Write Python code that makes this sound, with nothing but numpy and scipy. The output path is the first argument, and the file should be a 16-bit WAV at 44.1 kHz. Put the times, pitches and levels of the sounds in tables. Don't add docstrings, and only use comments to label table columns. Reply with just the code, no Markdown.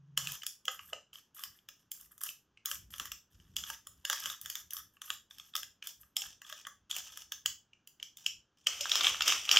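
import sys
import numpy as np
from scipy import signal
from scipy.fft import rfft, irfft, next_fast_len
from scipy.io import wavfile
from scipy.ndimage import uniform_filter1d, map_coordinates

SR = 44100
rng = np.random.default_rng(int(sys.argv[2]) if len(sys.argv) > 2 else 0)


def to_wav(sig):
    pcm = np.clip(np.atleast_2d(sig), -1, 1) * 32767
    pcm = np.round(pcm).astype(np.int16)
    wavfile.write(sys.argv[1], SR, pcm.T)


N = 422919


def amp(db):
    return 10 ** (np.asarray(db) / 20)


def unit(x):
    return x / np.sqrt(np.mean(x ** 2) + 1e-20)


def along(points, hz):
    point_hz, value = np.transpose(points)
    return np.interp(np.log(hz + 1), np.log(point_hz + 1), value)


def wobble(rate):
    knots = rng.standard_normal(int(N * rate / SR) + 4)
    return map_coordinates(knots, [np.arange(N) * rate / SR])


def filtered(x, response):
    n = x.shape[-1]
    padded = next_fast_len(n + SR // 10)
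    spectrum = rfft(x, padded) * response(np.fft.rfftfreq(padded, 1 / SR))
    return irfft(spectrum, padded)[..., :n]


def coloured(x, colour):
    return unit(filtered(x, lambda hz: amp(along(colour, hz))))


def add(out, s, x):
    start = max(round(s * SR), 0)
    part = out[..., start:start + x.shape[-1]]
    part += x[..., :part.shape[-1]]


def swells(rows, attack, release):
    t = np.arange(N) / SR
    gain = np.zeros(N)
    for start, hold, db in rows:
        below_db = attack * np.maximum(start - t, 0) + release * np.maximum(t - start - hold, 0)
        gain = np.maximum(gain, amp(db - np.minimum(below_db, 100)))
    return gain


def grains(rate, spread_db, life, hiss):
    sizes = amp(spread_db * np.minimum(rng.standard_exponential(N), 3.5))
    pops = (rng.random(N) < rate / SR) * sizes
    fizz = signal.lfilter([1], [1, -np.exp(-1 / (life * SR))], pops)
    return (unit(fizz) + hiss) * rng.standard_normal(N)


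def jolts(times, levels_db, modes, rise, fall, snap, creep_db=-26):
    size, lead = 2048, 500
    level_span_s = .0075
    t = (np.arange(size) - lead) / SR
    creep = amp(creep_db) * np.exp(-np.abs(t) / .005) * np.clip(1 - t / t[0], 0, 1)
    envelope = np.exp(-np.where(t < 0, -t / rise, t / fall)) + creep
    push = rng.standard_normal((len(times), size)) * envelope
    push /= np.linalg.norm(push, axis=1, keepdims=True)
    push[:, lead] += snap
    f = np.fft.rfftfreq(size, 1 / SR)
    spot_db = 2.0 * rng.standard_normal((len(times), len(modes)))
    body = 0
    for k, (hz, width, db) in enumerate(modes):
        resonance = 1j * f * width / (hz * hz - f * f + 1j * f * width)
        body = body + (-1) ** k * amp(db + spot_db[:, k, None]) * resonance
    edges = [np.min(modes[0][0]) * .75, min(np.max(modes[-1][0]) * 1.25, SR / 2.1)]
    skirt = signal.freqz(*signal.butter(2, edges, "band", fs=SR), worN=f, fs=SR)[1]
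    rings = irfft(rfft(push) * body * skirt)
    rings *= np.sqrt(level_span_s * SR) / np.linalg.norm(rings, axis=1, keepdims=True)
    out = np.zeros(N)
    for s, db, ring in zip(times, levels_db, rings):
        loudest = np.argmax(uniform_filter1d(ring ** 2, size=64))
        add(out, s - loudest / SR, amp(db) * ring)
    return out


# frequency in Hz, relative level in dB.
HUSH_COLOUR = [(20, -15), (40, -13), (90, -5), (170, -6.5), (330, -11.5), (650, -20.5), (1200, -17.5),
               (1650, -18.5), (2100, -29.5), (3150, -21), (4150, -32.5), (6550, -26), (8600, -52.5),
               (15500, -51)]


def hush():
    return amp(-78.0) * coloured(rng.standard_normal(N), HUSH_COLOUR)


# frequency in Hz, relative level in dB.
DRONE_TONES_HZ_DB = [(140, -1.5), (161, -9)]
DRONE_PEAK_S, DRONE_HOLD_S, DRONE_DB = .24, 0.082, -54.5
DRONE_SWELL_DB_PER_S, DRONE_RELEASE_DB_PER_S = 29, 651


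def drone():
    t = np.arange(N) / SR
    tones = np.zeros(N)
    for hz, db in DRONE_TONES_HZ_DB:
        tones += amp(db) * np.sin(2 * np.pi * hz * t + 0.74 * wobble(26.4))
    swell = swells([(DRONE_PEAK_S, DRONE_HOLD_S, DRONE_DB)], DRONE_SWELL_DB_PER_S, DRONE_RELEASE_DB_PER_S)
    return swell * unit(tones)


# start in seconds, hold in seconds, level in dB.
GRIP_SHIFTS = [(.18, 0.15, -64.5), (.7, 0.27, -74.5), (1.47, 0.035, -73), (2.04, 0.033, -72),
               (2.76, 0.18, -64), (2.99, 0.14, -66.5), (3.36, 0.13, -64.5), (3.5, 0.12, -61),
               (3.69, 0.041, -64.5), (3.9, .12, -70.5), (4.25, 0.035, -63), (4.44, 0.035, -67),
               (4.64, 0.034, -70), (4.8, 0.067, -71), (5.13, 0.024, -70.5), (5.37, .03, -74),
               (5.64, 0.036, -72), (6.0, .04, -73), (6.27, 0.037, -67.5), (6.65, 0.73, -77.5),
               (7.46, 0.07, -68.5), (8.28, 0.11, -73), (8.75, 0.22, -71.5), (9.03, 0.19, -63),
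               (9.3, 0.23, -69.5)]
SHIFT_ATTACK_DB_PER_S, SHIFT_RELEASE_DB_PER_S = 261.5, 218
# frequency in Hz, relative level in dB.
HANDS_COLOUR = [(20, -27), (40, -8.5), (62, 4), (80, -3), (100, 0), (130, -10.5), (172, -6.5), (230, -14.5),
                (400, -24), (700, -74.5)]


def hands():
    gain = swells(GRIP_SHIFTS, SHIFT_ATTACK_DB_PER_S, SHIFT_RELEASE_DB_PER_S)
    return gain * coloured(rng.standard_normal(N), HANDS_COLOUR)


# time in seconds, pitch of the frame's clack in Hz, force in dB,
# sharpness in dB, knock over the force in dB; each part has a trim of its own below.
BLOCK_SLIPS = [(0.1767, 3030, -28.5, -7.5, -9.5), (0.2729, 3110, -36.5, -12, -13.5),
               (0.321, 3100, -51, 7.5, -9), (0.3552, 3180.0, -52, -17, -6),
               (0.4223, 2970, -46.5, -26, -28.5), (0.4347, 3140, -45.5, -10, -5.5),
               (0.4667, 3220.0, -40, 2.5, -14.5), (0.6552, 3120.0, -48, -4, -26.5),
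               (0.6823, 3050, -30, -22, -3.5), (0.7935, 2760, -47, -34, -2), (0.933, 2840, -37, -26, -7.5),
               (1.1323, 2920, -52.5, -22, -34), (1.1576, 3120, -49, -28, -16.5),
               (1.186, 3040, -60, -17, -30), (1.3943, 3340, -57.5, 0, 3.5), (1.4379, 3270, -44.5, 1, -6),
               (1.59, 3150.0, -65, -22.5, -31), (1.689, 3180, -49.5, -5.5, -5.5),
               (1.9177, 3160, -50, 10, -16), (2.0123, 3322, -69, 15.5, -11), (2.1804, 3330, -69.5, 13, 2),
               (2.2153, 3270, -58.5, 8, 7), (2.2368, 3000, -53, 19, 1.5), (2.291, 3073, -41.5, -19, -28),
               (2.575, 2750, -58, -41.5, -16), (2.6588, 3165, -39.5, 4.5, -19),
               (2.7152, 3165, -38, -5, -3.5), (2.7557, 3050, -54, 2, -9), (2.9398, 3090, -45.5, -20, -5.5),
               (2.9832, 3150.0, -54, 3, -10), (2.9991, 3060.0, -38.5, -8, -2.5), (3.0568, 3000, -49, 0, 1),
               (3.1192, 3050, -42.5, -3, -7.5), (3.4013, 2990, -64.5, -20, -8),
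               (3.5669, 3140, -33.5, -8, -23), (3.6389, 3160, -41, -21, -8),
               (3.7019, 3005, -43.5, -2.5, 2.5), (3.8715, 3360, -54.5, 5.5, 0),
               (4.0524, 3310, -35.5, -9, -5.5), (4.1, 3250, -33, -4, 0), (4.1308, 3325, -36.5, -5.5, -0.5),
               (4.2588, 3140, -36, -15.5, -6.5), (4.301, 3480, -40.5, -14, -3.5),
               (4.415, 3450.0, -60, 16, -8), (4.4603, 3350, -43.5, -5.5, -4),
               (4.5014, 3190.0, -43.5, 2.5, -12.5), (4.5552, 3400, -40.5, -3, -10.5),
               (4.7082, 3230, -50.5, 3, -23), (4.735, 3250, -54, 16, -28), (4.7686, 3340, -47, 2.5, -3),
               (4.97, 3040, -64, -32, -2), (5.0187, 3340, -46, -5.5, -4), (5.1042, 3354, -33, -16, -5),
               (5.3108, 3410.0, -51.5, -21, -8), (5.3853, 3400, -55, -3, -8), (5.3995, 3260, -48, -18, -10),
               (5.539, 3230.0, -49.5, -40, -11), (5.5548, 3356, -34.5, -7, -3),
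               (5.5652, 3280, -40, -1, -21), (5.6324, 3230, -44, -8, -4.5), (5.8265, 2830, -44, -26, -12),
               (5.8727, 3267, -45.5, 2.5, -11), (6.0338, 3125, -67.5, -19, 4),
               (6.1681, 3240.0, -31.5, -5, -25.5), (6.2202, 3040, -39.5, -12.5, -31),
               (6.419, 2940, -54, -6, 1), (6.499, 2830, -55, 0.5, 3), (6.5269, 3240, -45.5, -12, -0.5),
               (6.652, 3150, -50, -40, -4), (6.6699, 3210, -47.5, -5, 5.5), (6.9128, 3315, -33.5, -15, -45),
               (6.9659, 3000, -40.5, -2.5, -18), (7.1014, 3260, -62, -24, 0),
               (7.1745, 3240.0, -48.5, 0, -2.5), (7.322, 3330, -38.5, -7.5, -8),
               (7.4609, 3140, -28, -9.5, -13), (7.7344, 2630.0, -57.5, -37, -28),
               (7.8754, 2970.0, -57, 1, -18), (8.0004, 3070, -51.5, -29.5, -30),
               (8.029, 3090, -38.5, -17, -31), (8.172, 3460, -54.5, 0, -35.5),
               (8.2642, 2964, -27, -19, -24.5), (8.6709, 2980, -23.5, -17.5, -17.5)]
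# ratio to the clack pitch, width in Hz, relative level in dB.
FRAME_MODES = [(.78, 269.4, -16), (.89, 264, -5.5), (1.001, 265, 1.5), (1.092, 240, -3)]
# frequency in Hz, width in Hz, relative level in dB.
KNOCK_MODES = [(1128, 75, -3), (1265.4, 78, 0), (1659, 150, -1), (2050, 120, -14.5)]
BLADE_MODES = [(4630, 570, -8.5), (5310, 690, -0.5), (6160, 800, -0.5), (6970, 650, 0.5), (7940, 1300, -10)]
TEETH_MODES = [(9820, 3400, -5), (12630, 830, 1), (14820, 920, -1.5)]
CRACK_BANDS = [(2030, 1800, -5.5), (4340, 2400, 0)]
BLADE_SHARE = 0.44


def slips():
    s, clack_hz, force_db, sharp_db, knock_db = np.transpose(BLOCK_SLIPS)
    frame = [(ratio * clack_hz[:, None], width, db) for ratio, width, db in FRAME_MODES]
    blade_db = force_db + BLADE_SHARE * sharp_db
    clack = jolts(s, force_db, frame, rise=0.0005, fall=.001, snap=0.82, creep_db=-23.5)
    knock = jolts(s, force_db + knock_db, KNOCK_MODES, rise=0.001, fall=0.0012, snap=0.9, creep_db=-22)
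    blade = jolts(s, blade_db, BLADE_MODES, rise=0.0005, fall=.0018, snap=0.6, creep_db=-23.5)
    teeth = jolts(s, force_db + sharp_db, TEETH_MODES, rise=0.00025, fall=0.0017, snap=0.3, creep_db=-21.5)
    crack = jolts(s, (force_db + blade_db) / 2, CRACK_BANDS, rise=0.0006, fall=0.0033, snap=0.46)
    return amp(0.5) * clack + amp(-0.67) * knock + blade + amp(1.0) * teeth + amp(-12) * crack


# time in seconds, hollow note in Hz, level in dB.
SOFT_BUMPS = [(.177, 749, -57.5), (.681, 516.5, -54), (.682, 780, -52), (.933, 563, -44.5),
              (3.701, 906, -50), (4.099, 850, -51), (4.1, 559, -57), (4.13, 890, -54), (6.168, 790, -62.5),
              (6.22, 803, -61), (6.526, 605, -57), (6.913, 764, -66.5), (6.967, 739, -58),
              (8.811, 575, -50)]
# frequency in Hz, width in Hz, relative level in dB.
HOLLOW_MODES = [(567, 25, 0), (860, 60, -1.5)]


def bumps():
    s, _, force_db, _, knock_db = np.transpose(BLOCK_SLIPS)
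    stirred = jolts(s, force_db + knock_db, HOLLOW_MODES, rise=0.0016, fall=0.0031, snap=1.0)
    s, note_hz, db = np.transpose(SOFT_BUMPS)
    blows = jolts(s, db, [(note_hz[:, None], 35, 0)], rise=0.0019, fall=0.002, snap=0.9)
    return amp(-23) * stirred + blows


# frequency in Hz, time to fall by 60 dB in seconds.
KITCHEN_T60 = [(300, 0.18), (1500, 0.21), (3000, 0.2567), (6000, 0.2514), (14000, 0.23)]
# frequency in Hz, level in dB.
KITCHEN_ECHO = [(300, 1), (1400, -7.5), (2200, -4), (3100, -10.5), (4200, -3.5), (6000, 0.5), (9500, -6.5),
                (14000, -5)]
# frequency in Hz, likeness from 0 to 1.
KITCHEN_ALIKE = [(3650, 1), (4200, .92), (5500, .84), (7000, .5), (10000, .1), (15000, .5)]


def kitchen_tail(build, bend):
    hz, t, noise = signal.stft(rng.standard_normal((2, SR // 2)), SR, nperseg=256)
    decay = amp(-60 * (t / along(KITCHEN_T60, hz)[:, None]) ** bend) * (1 - np.exp(-t / build))
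    decay /= np.sqrt(np.mean(decay ** 2, axis=1, keepdims=True) * SR / 2)
    pair = signal.istft(noise * decay, SR, nperseg=256)[1]

    def mid_side_gains(f):
        turn = np.arccos(np.clip(along(KITCHEN_ALIKE, f), 0, 1)) / 2
        return amp(along(KITCHEN_ECHO, f)) * np.array([np.cos(turn), np.sin(turn)])

    mid, side = filtered(pair, mid_side_gains)
    return np.array([mid + side, mid - side])


def kitchen(x):
    out, step = np.zeros((2, N)), SR // 3
    for start in range(0, N, step):
        tail = kitchen_tail(build=0.001, bend=1.25)
        add(out, start / SR, signal.fftconvolve(x[None, start:start + step], tail, axes=1))
    return out


# start in seconds, end in seconds, rasp in dB before a trim,
# fine treble over the rasp in dB.
GRATING_STROKES = [(0.195, 0.366, -49.5, -7), (0.709, 0.772, -60, 3), (0.806, 0.91, -68, 5),
                   (1.132, 1.2, -62, -1.5), (1.344, 1.46, -60, 3.5), (1.511, 1.589, -77.5, 4.5),
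                   (1.76, 1.837, -80, -2), (1.942, 2.071, -71.5, 7.5), (2.112, 2.135, -73, 14),
                   (2.206, 2.313, -54, 4.5), (2.655, 2.759, -53.5, 5.5), (2.903, 3.086, -57.5, -2),
                   (3.301, 3.551, -77.5, -6), (3.557, 3.756, -53, -6.5), (3.844, 4.054, -77, -8.5),
                   (4.073, 4.351, -47.5, -7), (4.417, 4.621, -60.5, 0), (4.722, 4.805, -58.5, 6.5),
                   (4.916, 4.974, -85, 6.5), (5.039, 5.159, -59, 3), (5.298, 5.513, -70.5, -2.5),
                   (5.566, 5.609, -49, -3.5), (5.835, 5.914, -56, -6), (5.994, 6.032, -74.5, 7),
                   (6.157, 6.277, -53, -6), (6.281, 6.335, -57, -32), (6.442, 6.62, -56.5, -15),
                   (6.895, 7.006, -46, -13), (7.012, 7.235, -57.5, -12.5), (8.179, 8.275, -59.5, -26.5),
                   (8.569, 8.671, -75, -25)]
# frequency in Hz, relative level in dB.
COARSE_COLOUR = [(150, -27.5), (500, -20), (900, -13), (1230, -15.5), (1700, -9), (2100, -17), (3100, 3),
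                 (4100, -13), (5400, -2), (6900, -4.5), (8500, -13), (12000, -19.5)]
FINE_COLOUR = [(3000, -31), (7500, -1), (10000, 0), (13000, 11), (15500, -12.5)]


def rasp():
    t = np.arange(N) / SR
    coarse, fine = np.zeros(N), np.zeros(N)
    for start, end, db, fine_db in GRATING_STROKES:
        press = np.clip(np.minimum((t - start) / 0.004, (end - t) / 0.0094), 0, 1)
        coarse += amp(db) * press
        fine += amp(db + fine_db) * press
    clumps = amp(2.1 * wobble(60))
    tearing = coloured(clumps * grains(rate=300, spread_db=4, life=.0022, hiss=.2), COARSE_COLOUR)
    fizzing = coloured(clumps * grains(rate=650, spread_db=3.0, life=.0015, hiss=.25), FINE_COLOUR)
    return amp(-1.5) * coarse * tearing + amp(1.5) * fine * fizzing


CATCHES_PER_S, CATCH_DB, CATCH_SCATTER_DB = 100, -6.5, 2.5
CATCH_HZ, CATCH_KNOCK_DB, CRISP_SHARE = 3270, 1, .6


def catches():
    start, end, db, fine_db = np.transpose(GRATING_STROKES)
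    count = 400
    place, when, kept = rng.random((count, 3)).T
    length = np.cumsum(end - start)
    stroke = np.searchsorted(length, place * length[-1])
    s = start[stroke] + when * (end - start)[stroke]
    force_db = db[stroke] + CATCH_DB + CATCH_SCATTER_DB * rng.standard_normal(count)
    force_db = np.where(kept < CATCHES_PER_S * length[-1] / count, force_db, -np.inf)
    frame = [(ratio * CATCH_HZ, width, level) for ratio, width, level in FRAME_MODES]
    knock_db = force_db + CATCH_KNOCK_DB + CRISP_SHARE * fine_db[stroke]
    clack = jolts(s, force_db, frame, rise=.0007, fall=.0012, snap=.7)
    knock = jolts(s, knock_db, KNOCK_MODES, rise=.001, fall=.002, snap=.8)
    return clack + knock


# time in seconds, force in dB, sharpness in dB, knock over the force in dB
WRAPPER_SNAPS = [(8.8103, -37, -5, -28), (8.857, -42.5, -12, 5), (8.896, -38, -8, -27),
                 (8.9188, -23.5, -18.5, -22), (8.9561, -30, -8, -9), (9.01, -29, -23, -9),
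                 (9.0461, -25.5, -41, -20), (9.0701, -21.5, -41, -13.5), (9.1464, -38, -31, -3.5),
                 (9.2091, -29, -22, -5.5), (9.222, -29, -11.5, -18), (9.28, -29, -5.5, -9.5),
                 (9.3239, -27.5, -17, -7.5), (9.493, -25, -24.5, -15), (9.5147, -22, -11, -16),
                 (9.5625, -26, -15, -8.5), (9.5719, -15, -29, -17.5)]
# frequency in Hz, width in Hz, relative level in dB.
WRAPPER_CLACK_MODES = [(2570, 760, -11.5), (3195, 500, 5)]
WRAPPER_KNOCK_MODES = [(610, 370, -11.5), (1255, 340, 1.5), (1820, 400, -1.5)]
WRAPPER_RING_MODES = [(5250, 860, 0.5), (7120, 870, -2.5)]


def wrapper_snaps():
    s, force_db, sharp_db, knock_db = np.transpose(WRAPPER_SNAPS)
    ring_db = force_db + 0.76 * sharp_db
    clack = jolts(s, force_db, WRAPPER_CLACK_MODES, rise=0.00089, fall=0.0013, snap=.7)
    knock = jolts(s, force_db + knock_db, WRAPPER_KNOCK_MODES, rise=0.0015, fall=0.0026, snap=.7)
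    ring = jolts(s, ring_db, WRAPPER_RING_MODES, rise=0.00089, fall=0.0041, snap=0.8)
    tick = jolts(s, force_db + sharp_db, TEETH_MODES, rise=0.00079, fall=0.0041, snap=0.16)
    return clack + amp(1.0) * knock + amp(6.5) * ring + amp(-3.0) * tick


# start in seconds, hold in seconds, crackle in dB.
WRAPPER_SQUEEZES = [(8.675, 0.031, -54), (8.92, 0.12, -36), (9.04, 0.027, -31), (9.272, 0.036, -29.5),
                    (9.515, 0.09, -31.5)]
SQUEEZE_ATTACK_DB_PER_S, SQUEEZE_RELEASE_DB_PER_S = 698, 204
RUSTLE_FROM_S, RUSTLE_DB = 8.675, -45.5
# frequency in Hz, relative level in dB.
CRACKLE_COLOUR = [(88, -63), (150, -33), (258, -32), (420, -19), (966, -18), (1270, -8.5), (1800, -15.5),
                  (3220, 2), (4060, -21), (5540, -7.5), (7000, -12.5), (8330, -19), (10700, -26.5),
                  (13000, -20.5), (15500, -30)]


def wrapper_crackle():
    def low_share(hz):
        return 1 / (1 + (hz / 2200) ** 8)

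    folds = grains(rate=330, spread_db=3.0, life=0.0035, hiss=0.44)
    folds = filtered(folds, lambda hz: np.sqrt(low_share(hz)))
    creases = grains(rate=680, spread_db=3.0, life=0.0023, hiss=0.27)
    creases = filtered(creases, lambda hz: np.sqrt(1 - low_share(hz)))
    held = np.arange(N) / SR > RUSTLE_FROM_S
    squeeze = swells(WRAPPER_SQUEEZES, SQUEEZE_ATTACK_DB_PER_S, SQUEEZE_RELEASE_DB_PER_S)
    crumple = held * np.hypot(amp(RUSTLE_DB), squeeze)
    return crumple * coloured(folds + creases, CRACKLE_COLOUR)


def scene():
    near = slips() + bumps() + rasp() + catches() + wrapper_snaps() + wrapper_crackle()
    return near + kitchen(near) + hush() + drone() + hands()


TOP_HZ = 15800


def record(dry):
    return filtered(dry, lambda f: 1 / np.sqrt(1 + (f / TOP_HZ) ** 160))


dry = scene()
out = record(dry)
to_wav(out)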